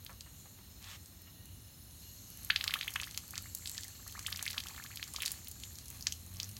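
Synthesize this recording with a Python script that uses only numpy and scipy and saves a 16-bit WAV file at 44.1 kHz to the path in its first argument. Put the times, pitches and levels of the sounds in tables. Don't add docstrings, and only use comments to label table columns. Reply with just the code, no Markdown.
import sys
import numpy as np
from scipy import signal
from scipy.fft import rfft, irfft, next_fast_len
from scipy.io import wavfile

SR = 44100
rng = np.random.default_rng(int(sys.argv[2]) if len(sys.argv) > 2 else 0)


def pcm_store(signal):
    levels = np.round(np.clip(np.atleast_2d(signal), -1, 1) * 32767)
    wavfile.write(sys.argv[1], SR, levels.astype(np.int16).T)


def how_loud(loudness_db):
    steps = np.asarray(loudness_db, float) / 20
    return 10 ** steps


N = 290839

# (time [s], level [dB])
JET = [
    (0, -63.5),
    (1.9, -68),
    (2.35, -61.5),
    (2.6, -79),
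    (3.25, -60.5),
    (3.4, -53),
    (4.1, -55),
    (5.6, -55),
    (6.1, -66.5),
    (6.59, -60),
]
# (time [s], peak level [dB], pitch [Hz], half length [ms])
BUBBLES = [(2.505, -16.5, 3017, 1.152), (2.5613, -15.5, 3330, .55), (2.611, -23, 3230, 0.75),
           (2.6413, -19, 5100, 0.17), (2.679, -17.5, 3570, .48), (2.709, -26, 3520, 0.69),
           (2.7402, -18, 2900, 0.7), (2.8121, -24.5, 3310, 0.65), (3.0003, -25.5, 2720, .69),
           (3.0338, -26.5, 3570, 0.35), (3.176, -20, 4850, 0.21), (3.3562, -27, 4550, 0.18),
           (3.3793, -22.5, 5950, .28), (3.7801, -25.5, 5200, 0.36), (3.8347, -29.5, 5150, 0.22),
           (4.3271, -26.5, 3740, 0.71), (4.3612, -29.5, 5060, 0.76), (4.4272, -26.5, 6540, .33),
           (4.479, -23, 3650, .48), (4.581, -23.5, 3840, 0.95), (4.973, -28, 4100, 0.28),
           (5.0286, -25, 3560, 0.4), (5.1628, -26, 4440, 0.5), (5.2214, -25.5, 2870, 0.36),
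           (5.234, -27, 3170, .61), (6.07, -16, 4980, 0.49), (6.4012, -23.5, 4780, 0.48)]
# (time [s], peak level [dB], pitch [Hz])
SMALL_BUBBLES = [(0.065, -36, 3850), (0.209, -36, 5730), (1.06, -41.5, 7350), (3.0422, -34, 3800),
                 (3.1117, -36.5, 5960), (3.147, -37, 3600), (3.6587, -30.5, 4070), (3.7477, -38.5, 5300),
                 (3.771, -40, 5000), (4.1261, -41.5, 4860), (4.306, -41, 5450), (4.3936, -32.5, 3190),
                 (4.456, -33.5, 4350), (4.5051, -30.5, 3700), (4.518, -38, 3580), (4.5313, -33, 4870),
                 (4.547, -41, 4400), (4.6044, -31, 3870), (4.6382, -36, 5600), (4.686, -33.5, 6250),
                 (4.863, -41, 3000), (3.0815, -43, 3970), (5.2801, -28, 3980), (5.308, -35, 5000),
                 (5.4734, -37.5, 4260), (5.601, -41, 6860), (5.6371, -32.5, 4110), (5.7869, -34.5, 6940),
                 (6.493, -43.5, 5500), (6.5681, -35, 5970)]
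# (time [s], peak level [dB], first pitch [Hz], last pitch [Hz], length [ms])
POPS = [
    (2.5009, -25, 1530, 1790, 3.1),
    (2.8779, -30.5, 1840, 3970, 5.9),
    (2.9582, -29.5, 1310, 3340, 6.8),
    (4.2638, -30, 2650, 5530, 3.8),
    (4.574, -44, 910, 1510, 6),
    (5.1594, -39.5, 1970, 5220, 5.83),
    (5.203, -36.5, 2600, 4630, 5.7),
    (5.225, -37.5, 2370, 3770, 4),
]


def in_time(rows):
    s, *columns = np.transpose(rows)
    return [np.interp(np.arange(N) / SR, s, c) for c in columns]


def rms_one(x):
    return x / np.sqrt(np.mean(x ** 2) + 1e-20)


def coloured(x, spectrum):
    hz, level_db = np.transpose(spectrum)
    size = next_fast_len(N)
    bins = np.maximum(np.arange(size // 2 + 1) * SR / size, 1)
    gain = how_loud(np.interp(np.log(bins), np.log(hz), level_db))
    return rms_one(irfft(rfft(x, size) * gain, size)[:N])


def drift(rate):
    r = np.exp(-64 * np.pi * rate / SR)
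    slow = signal.lfilter([1], [1, -2 * r, r * r], rng.standard_normal(N // 32 + 2002))[2000:]
    return np.interp(np.arange(N) / 32, np.arange(len(slow)), rms_one(slow))


def whistle(hz, width_hz):
    r = np.exp(-np.pi * width_hz / SR)
    a, b = signal.lfilter([1], [1, -r], rng.standard_normal((2, N)))
    phase = 2 * np.pi * np.cumsum(hz * np.ones(N)) / SR
    return rms_one(a * np.cos(phase) + b * np.sin(phase))


def tone(pitch):
    return np.sin(2 * np.pi * (rng.random() + np.cumsum(pitch) / SR))


def band_pass(x, low_hz, high_hz):
    edges = [low_hz, min(high_hz, .45 * SR)]
    return signal.sosfilt(signal.butter(2, edges, "band", fs=SR, output="sos"), x)


def add(out, sound, start):
    stop = min(N, start + len(sound))
    out[start:stop] += sound[:stop - start]


def traffic():
    # (frequency [Hz], level [dB per Hz])
    tyre_colour = [(12, -54), (20, -55), (48, -3.5), (86, 1), (103, -1), (134, -8), (247, -13), (392, -23),
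                   (700, -43.5), (910, -34), (1540, -120)]
    # (time [s], firing rate [Hz], level [dB])
    engine_curve = [(0, 93.3, -61), (3.1, 92.16, -65), (3.45, 94.4, -48), (3.75, 94.5, -70),
                    (4.3, 92.5, -48.5), (4.7, 90.2, -60), (5.7, 84.74, -70), (5.9, 71.3, -53),
                    (6.2, 84.86, -51.5), (6.5, 100.2, -45), (6.59, 107, -51)]
    swell_db = 0.22 * np.arange(N) / SR
    tyres = how_loud(-56.5 + swell_db + 0.5 * drift(0.96)) * coloured(rng.standard_normal(N), tyre_colour)
    hz, level_db = in_time(engine_curve)
    turn = 2 * np.pi * np.cumsum(hz * (1 + 0.01836 * drift(2.39))) / SR
    engine = np.sin(turn) + how_loud(-13) * np.sin(2 * turn)
    return tyres + how_loud(level_db - 2.5 + 0.83 * drift(5.2)) * engine


def flow():
    # (time [s], level [dB])
    valve_curve = [
        (0, -69),
        (1.6, -79),
        (2.02, -57.5),
        (2.81, -55.5),
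        (3.41, -56.5),
        (4.26, -54.5),
        (5.6, -57),
        (6.59, -61),
    ]
    # (frequency [Hz], width [Hz], level [dB])
    high_whistles = [(1860, 10, -10), (2870, 68, -2), (3450, 22, -11), (5280, 48, -1), (8350, 160, -0.5),
                     (8660, 67, -8), (9200, 210, -6), (9690, 180, 2), (10960, 190, -0.5), (13700, 370, -2)]
    # (frequency [Hz], level [dB per Hz])
    hiss_colour = [(290, -21), (500, 1), (2100, -4), (3490, -2), (4210, 7.5), (4940, -10.5), (6610, 5.5),
                   (8830, -27.5), (13100, -0.5), (16000, 0.5)]
    full_flow_db, broad_db = -59, -67
    valve_db, = in_time(valve_curve)
    out = how_loud(broad_db + 7.5 + 0.5 * drift(46)) * coloured(rng.standard_normal(N), hiss_colour)
    low_hz = 4206 + 11 * (in_time(JET)[0] - JET[0][1])
    out += how_loud(valve_db - 9 + 2.8 * drift(27)) * whistle(low_hz + 40 * drift(2.2), 240)
    middle_db = -67.5 + 1.6 * (valve_db - full_flow_db)
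    out += how_loud(middle_db + 2 * drift(1.2)) * whistle(6500 + 80 * drift(0.97), 600)
    for hz, width_hz, level_db in high_whistles:
        fading_db = 3.5 * drift(4)
        moving_hz = hz * (1 + 0.008 * drift(0.69))
        out += how_loud(broad_db - 7 + level_db + fading_db) * whistle(moving_hz, width_hz)
    return out


def jet():
    opens_s, rise_s = 1.63, 0.51
    t = np.arange(N) / SR
    first_db, = in_time(JET)
    first_hz = 7500 - 190 * np.abs(t - JET[5][0])
    out = how_loud(first_db - 4 + 2.9 * drift(4.4)) * whistle(first_hz, 570)
    since = t - opens_s
    still_shut = np.clip(1 - since / rise_s, 0, 1)
    open_db = -6.5 * still_shut - 0.66 * np.maximum(since, 0)
    waking = 1 - 0.081 * still_shut * (since > 0)
    lower = whistle(11600 * waking + 60 * drift(0.6), 200)
    out += how_loud(open_db - 62.5 + 1.6 * drift(5)) * lower
    upper_db = open_db - 63 - 1.6 * np.clip(since - 1, 0, 1) + 1.7 * drift(7)
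    return out + how_loud(upper_db) * whistle(12700 * waking, 420)


def snaps():
    # (time [s], peak level [dB],
    # centre [Hz])
    close_snaps = [(0.049, -28, 14000), (.095, -46, 11000), (.105, -43, 8500), (.13, -41, 7000),
                   (.161, -48, 10000), (.26, -47, 7000), (.8275, -38, 6400), (0.843, -35, 4200),
                   (2.3025, -31, 14000), (2.374, -31, 13500), (2.398, -42, 14500), (2.4478, -27, 14900),
                   (2.474, -38, 13500), (2.491, -36, 13570), (2.545, -43, 13000), (2.6754, -29, 11000),
                   (2.767, -40, 12000), (2.7885, -35, 12500), (2.8283, -31, 2300), (2.879, -27, 13000),
                   (2.9388, -29, 14200), (3.1433, -37, 13000), (3.28, -32, 14500), (3.308, -27, 13500),
                   (3.4247, -29.5, 13500), (3.5495, -20, 12000), (3.5863, -31, 14000), (3.667, -33, 10000),
                   (3.696, -26, 10000), (3.716, -26, 14000), (4.1242, -30, 11000), (4.3226, -27, 11600),
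                   (5.1505, -40, 5800), (5.2035, -37, 8970), (5.2573, -31, 4300), (5.2652, -28, 6000),
                   (5.3174, -27, 12000), (5.8437, -42, 12000), (6.4298, -34, 11000)]
    width_oct = 0.55
    out, pulse = np.zeros(N), np.r_[1., np.zeros(200)]
    for s, level_db, hz in close_snaps:
        click = band_pass(pulse, hz * 2 ** -width_oct, hz * 2 ** width_oct)
        add(out, how_loud(level_db) * click / np.abs(click).max(), round(s * SR))
    return out


def all_bubbles():
    # (time [s], peak level [dB], pitch [Hz])
    round_bubbles = [(2.641, -29, 1730), (2.646, -40, 2220), (2.7176, -34, 2210), (2.77, -42, 3500),
                     (2.79, -30.5, 3430), (2.832, -28.5, 3880), (2.9402, -32, 5500), (2.961, -24, 2900),
                     (3.333, -42, 4470), (3.42, -44, 6450), (3.677, -36, 4330), (3.827, -41, 3820),
                     (4.08, -35.5, 6060), (4.0977, -44, 3020), (4.111, -41, 5530), (4.193, -42, 2600),
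                     (4.216, -54, 2600), (4.23, -51, 2400), (4.306, -54, 2900), (4.4653, -24.5, 2220),
                     (4.47, -31, 2300), (4.486, -36, 6500), (4.511, -31, 7500), (4.585, -39, 5500),
                     (4.6702, -33, 2970), (4.737, -43, 4230), (4.748, -45, 3200), (4.7637, -39.5, 3460),
                     (4.815, -53, 3160), (4.825, -47, 2600), (4.886, -40, 7500), (4.917, -40, 2600),
                     (4.938, -53, 2200), (5.04, -31, 5500), (5.176, -43, 4200), (5.231, -33, 5630),
                     (5.254, -23.5, 5920), (5.2615, -22.5, 4350), (5.267, -34, 4250), (5.2745, -31, 4450),
                     (5.651, -43, 6300), (5.756, -36, 6250), (5.888, -45, 5200), (5.973, -41, 9000),
                     (6.0097, -33.5, 4816), (6.0256, -28.5, 5870), (6.1238, -29, 3230),
                     (6.124, -22.5, 5820), (6.264, -41, 7890), (6.347, -46.5, 3200), (6.3696, -35.5, 5910),
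                     (6.4316, -23.5, 5500), (6.444, -30.5, 6850), (6.514, -38, 10000)]
    small_cycles, round_cycles = 2.8, 1.2
    rows = [(*row, 0.491) for row in BUBBLES]
    rows += [(s, db, hz, 1000 * small_cycles / hz, 0.56) for s, db, hz in SMALL_BUBBLES]
    rows += [(s, db, hz, 1000 * round_cycles / hz, 0.17) for s, db, hz in round_bubbles]
    return rows


def bubbles():
    out = np.zeros(N)
    waver = 1 + 0.04 * drift(690)
    ragged = how_loud(2.8 * drift(960))
    for s, level_db, hz, half_ms, rise_oct in all_bubbles():
        step = half_ms * SR / 1000
        lead = int(4.5 * step)
        u = np.arange(-lead, int(3 * step)) / step
        here = np.minimum(round(s * SR) + np.arange(len(u)), N - 1)
        ceiling = np.where(u < 0, 3.2, 2.1)
        climb = 2 ** (rise_oct * ceiling * np.tanh(u / ceiling))
        pitch = np.minimum(hz * climb * waver[here], .45 * SR)
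        growing = np.minimum(u - u[0], 1) / (1 + (u / 1.13) ** 2)
        bursting = np.exp(-.5 * (u / 0.9) ** 2)
        swell = np.where(u < 0, growing, bursting) * ragged[here]
        add(out, how_loud(level_db) * swell / np.max(swell) * tone(pitch), max(round(s * SR) - lead, 0))
    return signal.sosfilt(signal.butter(2, 900, "high", fs=SR, output="sos"), out)


def all_slaps():
    # (time [s], peak level [dB], centre [Hz])
    hard_slaps = [(.2077, -42.5, 7900), (2.4473, -32.5, 15100), (2.6404, -29, 12000),
                  (2.7382, -24.5, 15300), (2.9056, -35.5, 11310), (2.9377, -35, 13800),
                  (2.957, -32.5, 8400), (3.014, -31, 8200), (3.1752, -26, 13700), (3.3076, -38, 11740),
                  (3.5503, -28.5, 12000), (3.6735, -29, 9200), (3.696, -31, 8850), (4.0773, -35, 11000),
                  (4.1924, -32, 8580), (4.2687, -26, 12300), (4.3725, -33, 11100), (4.4267, -27.5, 14000),
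                  (4.463, -31, 11700), (4.5012, -34.5, 13920), (4.5086, -30.5, 13400), (4.6009, -35, 14200),
                  (4.6683, -35.5, 10100), (5.137, -33, 9150), (5.221, -24, 14200), (5.2593, -23, 8200),
                  (5.2787, -26.5, 9180), (5.3172, -24.5, 14300), (6.1227, -30, 9430)]
    # (time [s], peak level [dB])
    stray_ticks = [(1.2183, -39), (1.4561, -43), (1.9091, -47), (2.4324, -38), (3.051, -42), (3.0649, -42),
                   (3.5733, -41), (3.8085, -34), (3.8427, -34.5), (3.8808, -39), (4.2268, -41),
                   (4.3018, -36), (4.8389, -37), (4.9581, -34), (5.0774, -38), (5.4452, -39), (5.4834, -34),
                   (5.5135, -33.5), (5.857, -42), (5.882, -38), (5.902, -34.5), (6.339, -42),
                   (6.3588, -40.5), (6.4911, -36)]
    contacts = [(s - 4.2 * ms / 1000, -31 + 0.38 * db) for s, db, _, ms, _ in all_bubbles()]
    ticks = [*stray_ticks, *contacts]
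    size = rng.uniform(-0.85, 1, len(ticks))
    return [*hard_slaps] + [(s, db, 12500 * 2 ** (0.54 * k)) for (s, db), k in zip(ticks, size)]


def slaps(crack_ms, fizz_ms, fizz_db):
    out, ms = np.zeros(N), np.arange(400) / SR * 1000
    fade = np.exp(-ms / crack_ms) + how_loud(fizz_db) * np.exp(-ms / fizz_ms)
    for s, level_db, hz in all_slaps():
        noise = rng.standard_normal(len(ms))
        noise[0] = 1.05
        burst = band_pass(noise * fade, 0.39 * hz, 1.276 * hz)
        add(out, how_loud(level_db + 6) * burst / np.abs(burst).max(), round(s * SR + 25))
    return out


def slosh():
    decay_ms, centre_hz = 4.9, 2600
    after = np.zeros(N)
    for s, level_db, *_ in [*BUBBLES, *POPS, *SMALL_BUBBLES]:
        after[round(s * SR)] = how_loud(level_db - 24)
    wash = signal.lfilter([1], [1, -np.exp(-1000 / (decay_ms * SR))], after) * how_loud(4.8 * drift(200))
    return wash * rms_one(band_pass(rng.standard_normal(N), 0.53 * centre_hz, 1.97 * centre_hz))


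def fumbles():
    # (time [s], peak level [dB], centre [Hz])
    scuffs = [
        (.094, -39.5, 1000),
        (.262, -48.5, 1300),
        (.455, -49, 1200),
        (0.586, -48.5, 1370),
        (1.271, -50.5, 1483),
    ]
    out, ms = np.zeros(N), np.arange(3000) / SR * 1000
    for s, level_db, hz in scuffs:
        decay_ms = 3.2 + 1000 * 17 / hz
        puff = rng.standard_normal(len(ms)) * np.exp(-ms / decay_ms)
        add(out, how_loud(level_db) * band_pass(puff, .5 * hz, 1.8 * hz), round(s * SR))
    return out


def rub():
    # (frequency [Hz], level [dB per Hz])
    rub_colour = [(400, -20), (800, -5), (1400, -1.5), (2200, -0.5), (3600, 2.5), (5000, -6), (6500, -4),
                  (16000, -20)]
    start_s, press_s, full_s, stop_s = 0.8, 0.82, 0.886, 0.96
    attack_s, release_s = 0.022, 0.0066
    t = np.arange(N) / SR
    pressure = np.clip((t - press_s) / (full_s - press_s), 0, 1)
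    edges = np.clip((t - start_s) / attack_s, 0, 1) * np.exp(-np.maximum(t - stop_s, 0) / release_s)
    stroke = edges * how_loud(-59.75 + 7.5 * pressure + 2 * drift(150))
    return stroke * coloured(rng.standard_normal(N), rub_colour)


def spray_db(t):
    # (centre time [s], half length [s], level [dB])
    breakups = [
        (2.77, 0.36, -56.5),
        (3.773, 0.12, -64.5),
        (4.567, 0.4, -58.5),
        (4.293, 0.069, -62),
        (5.255, 0.12, -56),
        (5.943, 0.07, -59.5),
        (6.424, 0.066, -57.5),
    ]
    bed = how_loud(-69.5) ** 2
    bursts = sum(how_loud(db - 7.5 * ((t - s) / half) ** 2) ** 2 for s, half, db in breakups)
    return 10 * np.log10(bed + bursts)


def spray(per_s, spread_db):
    # (frequency [Hz], level [dB per Hz])
    patter_colour = [(500, -6.5), (1100, -3.5), (2500, -2), (5000, -6), (9000, -7), (16000, -6)]
    sizes = how_loud(spread_db * np.minimum(rng.exponential(1, N), 3.5)) * rng.choice([-1, 1], N)
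    born = rng.random(N) < per_s * how_loud(4 * drift(15)) / SR
    t = np.arange(N) / SR
    gate = np.clip((t - 2.18) / 0.26, 0, 1)
    return gate * how_loud(spray_db(t) + 2) * coloured(sizes * born, patter_colour)


def pops():
    attack_ms = 0.53
    out = np.zeros(N)
    for s, level_db, first_hz, last_hz, ms in POPS:
        u = np.linspace(0, 1, int(ms * SR / 1000))
        swell = np.minimum(u * ms / attack_ms, 1) * how_loud(-u) * np.sqrt(1 - u ** 4)
        pitch = first_hz + (last_hz - first_hz) * u ** 1.18
        add(out, how_loud(level_db) * swell * tone(pitch), round(s * SR))
    high_pass = signal.butter(4, 840, "high", fs=SR, output="sos")
    return signal.sosfilt(high_pass, out * how_loud(2.8 * drift(700)))


def faint_gurgles(count):
    start_s, stop_s = 2.5, 5.9
    when, size, reach, strength = rng.random((count, 4)).T
    s = start_s + when * (stop_s - start_s)
    first_hz = 900 * 2 ** (1.19 * size)
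    level_db = spray_db(s) + 8.7 * strength
    return list(zip(s, level_db, first_hz, first_hz * (1.5 + reach), 9000 / first_hz))


def gurgles():
    # (time [s], peak level [dB], last pitch [Hz], length [ms])
    puddle_bubbles = [(2.6944, -44, 1920, 11), (2.725, -40.5, 1460, 2.6), (2.7542, -43, 1870, 21),
                      (2.662, -47, 1500, 5), (2.896, -53, 2400, 6), (2.94, -66, 2700, 6),
                      (3.023, -45, 1900, 8.9), (3.071, -47, 2220, 11.4), (3.3357, -46.5, 2700, 15),
                      (3.3674, -49, 2610, 16), (3.456, -52.5, 2570, 13), (4.064, -54, 2160, 14),
                      (4.1505, -47.5, 2110, 16), (4.1775, -44, 1310, 3), (4.2464, -53, 2560, 9.5),
                      (4.2813, -43, 2110, 13), (4.3437, -49, 2600, 16), (4.4067, -50, 2600, 19),
                      (4.19, -51.5, 1800, 8.3), (4.317, -49, 1900, 5.2), (4.425, -54.5, 1050, 6),
                      (4.503, -64, 1100, 6.5), (4.909, -55, 2760, 8.5), (4.5428, -47, 2366, 7.1),
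                      (4.658, -46.5, 1870, 8.7), (4.6973, -52, 2770, 19), (4.7084, -55, 1170, 16),
                      (4.778, -46, 2700, 12), (4.797, -45.5, 1900, 8.6), (4.8458, -52.5, 2000, 18),
                      (4.996, -48.5, 2930, 5.6), (5.1451, -45.5, 1270, 4.3), (5.1845, -46.5, 1430, 7.1)]
    # (time [s], peak level [dB], pitch [Hz])
    bloops = [(3.7511, -52, 2160), (3.7845, -45.5, 1970), (3.8485, -51, 2143), (3.622, -57, 2340),
              (3.885, -57, 1930), (4.083, -54, 2020), (4.168, -52, 2360), (4.4274, -50, 1861),
              (4.468, -57, 2470), (5.002, -56, 1660)]
    rows = [(s, db, 545 + 0.15 * hz, hz, ms) for s, db, hz, ms in puddle_bubbles]
    rows += [(s, db, 0.8 * hz, hz, 5.9) for s, db, hz in bloops]
    rows += faint_gurgles(count=120)
    out, waver = np.zeros(N), drift(75)
    for s, level_db, first_hz, last_hz, ms in rows:
        u = np.linspace(0, 1, int(ms * SR / 1000))
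        shake = waver[min(round(s * SR), N - len(u)):][:len(u)]
        pitch = (last_hz + (first_hz - last_hz) * np.exp(-3 * u)) * (1 + 0.045 * shake)
        add(out, how_loud(level_db + 2.5) * np.sin(np.pi * u ** 0.41) * tone(pitch), round(s * SR))
    return out * how_loud(2.6 * drift(330))


def yard(x):
    # (delay [ms], level [dB])
    near_echoes = [(.9, -21), (2.1, -20.5), (3.4, -16.5), (5.9, -17), (7.6, -40), (12.5, -20.5),
                   (19.0, -43)]
    t = np.arange(int(.3 * SR)) / SR
    tail = rng.standard_normal(len(t)) * how_loud(-60 * t / 0.21) * np.clip(t / 0.00077, 0, 1)
    tail = signal.sosfilt(signal.butter(1, 16400, fs=SR, output="sos"), tail)
    answer = how_loud(-12) * tail / np.sqrt(np.sum(tail ** 2))
    answer[0] = 1
    for k, (ms, level_db) in enumerate(near_echoes):
        answer[round(ms * SR / 1000)] += how_loud(level_db) * (-1) ** k
    return signal.fftconvolve(x, answer)[:N]


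def scene():
    drops = bubbles() + pops() + gurgles() + slaps(crack_ms=0.19, fizz_ms=3.7, fizz_db=-14.5)
    near = drops + spray(per_s=2300, spread_db=6) + rub() + fumbles() + slosh()
    diffuse = flow() + jet() + traffic()
    close = snaps()
    return (yard(near + how_loud(-8) * close) + close + diffuse)[None]


def band_limit(x):
    return signal.sosfilt(signal.butter(12, 17000, fs=SR, output="sos"), x)


def record(dry):
    mix = signal.sosfiltfilt(signal.cheby2(16, 70, 17000, fs=SR, output="sos"), dry)
    return band_limit(mix)


dry = scene()
out = record(dry)
pcm_store(out)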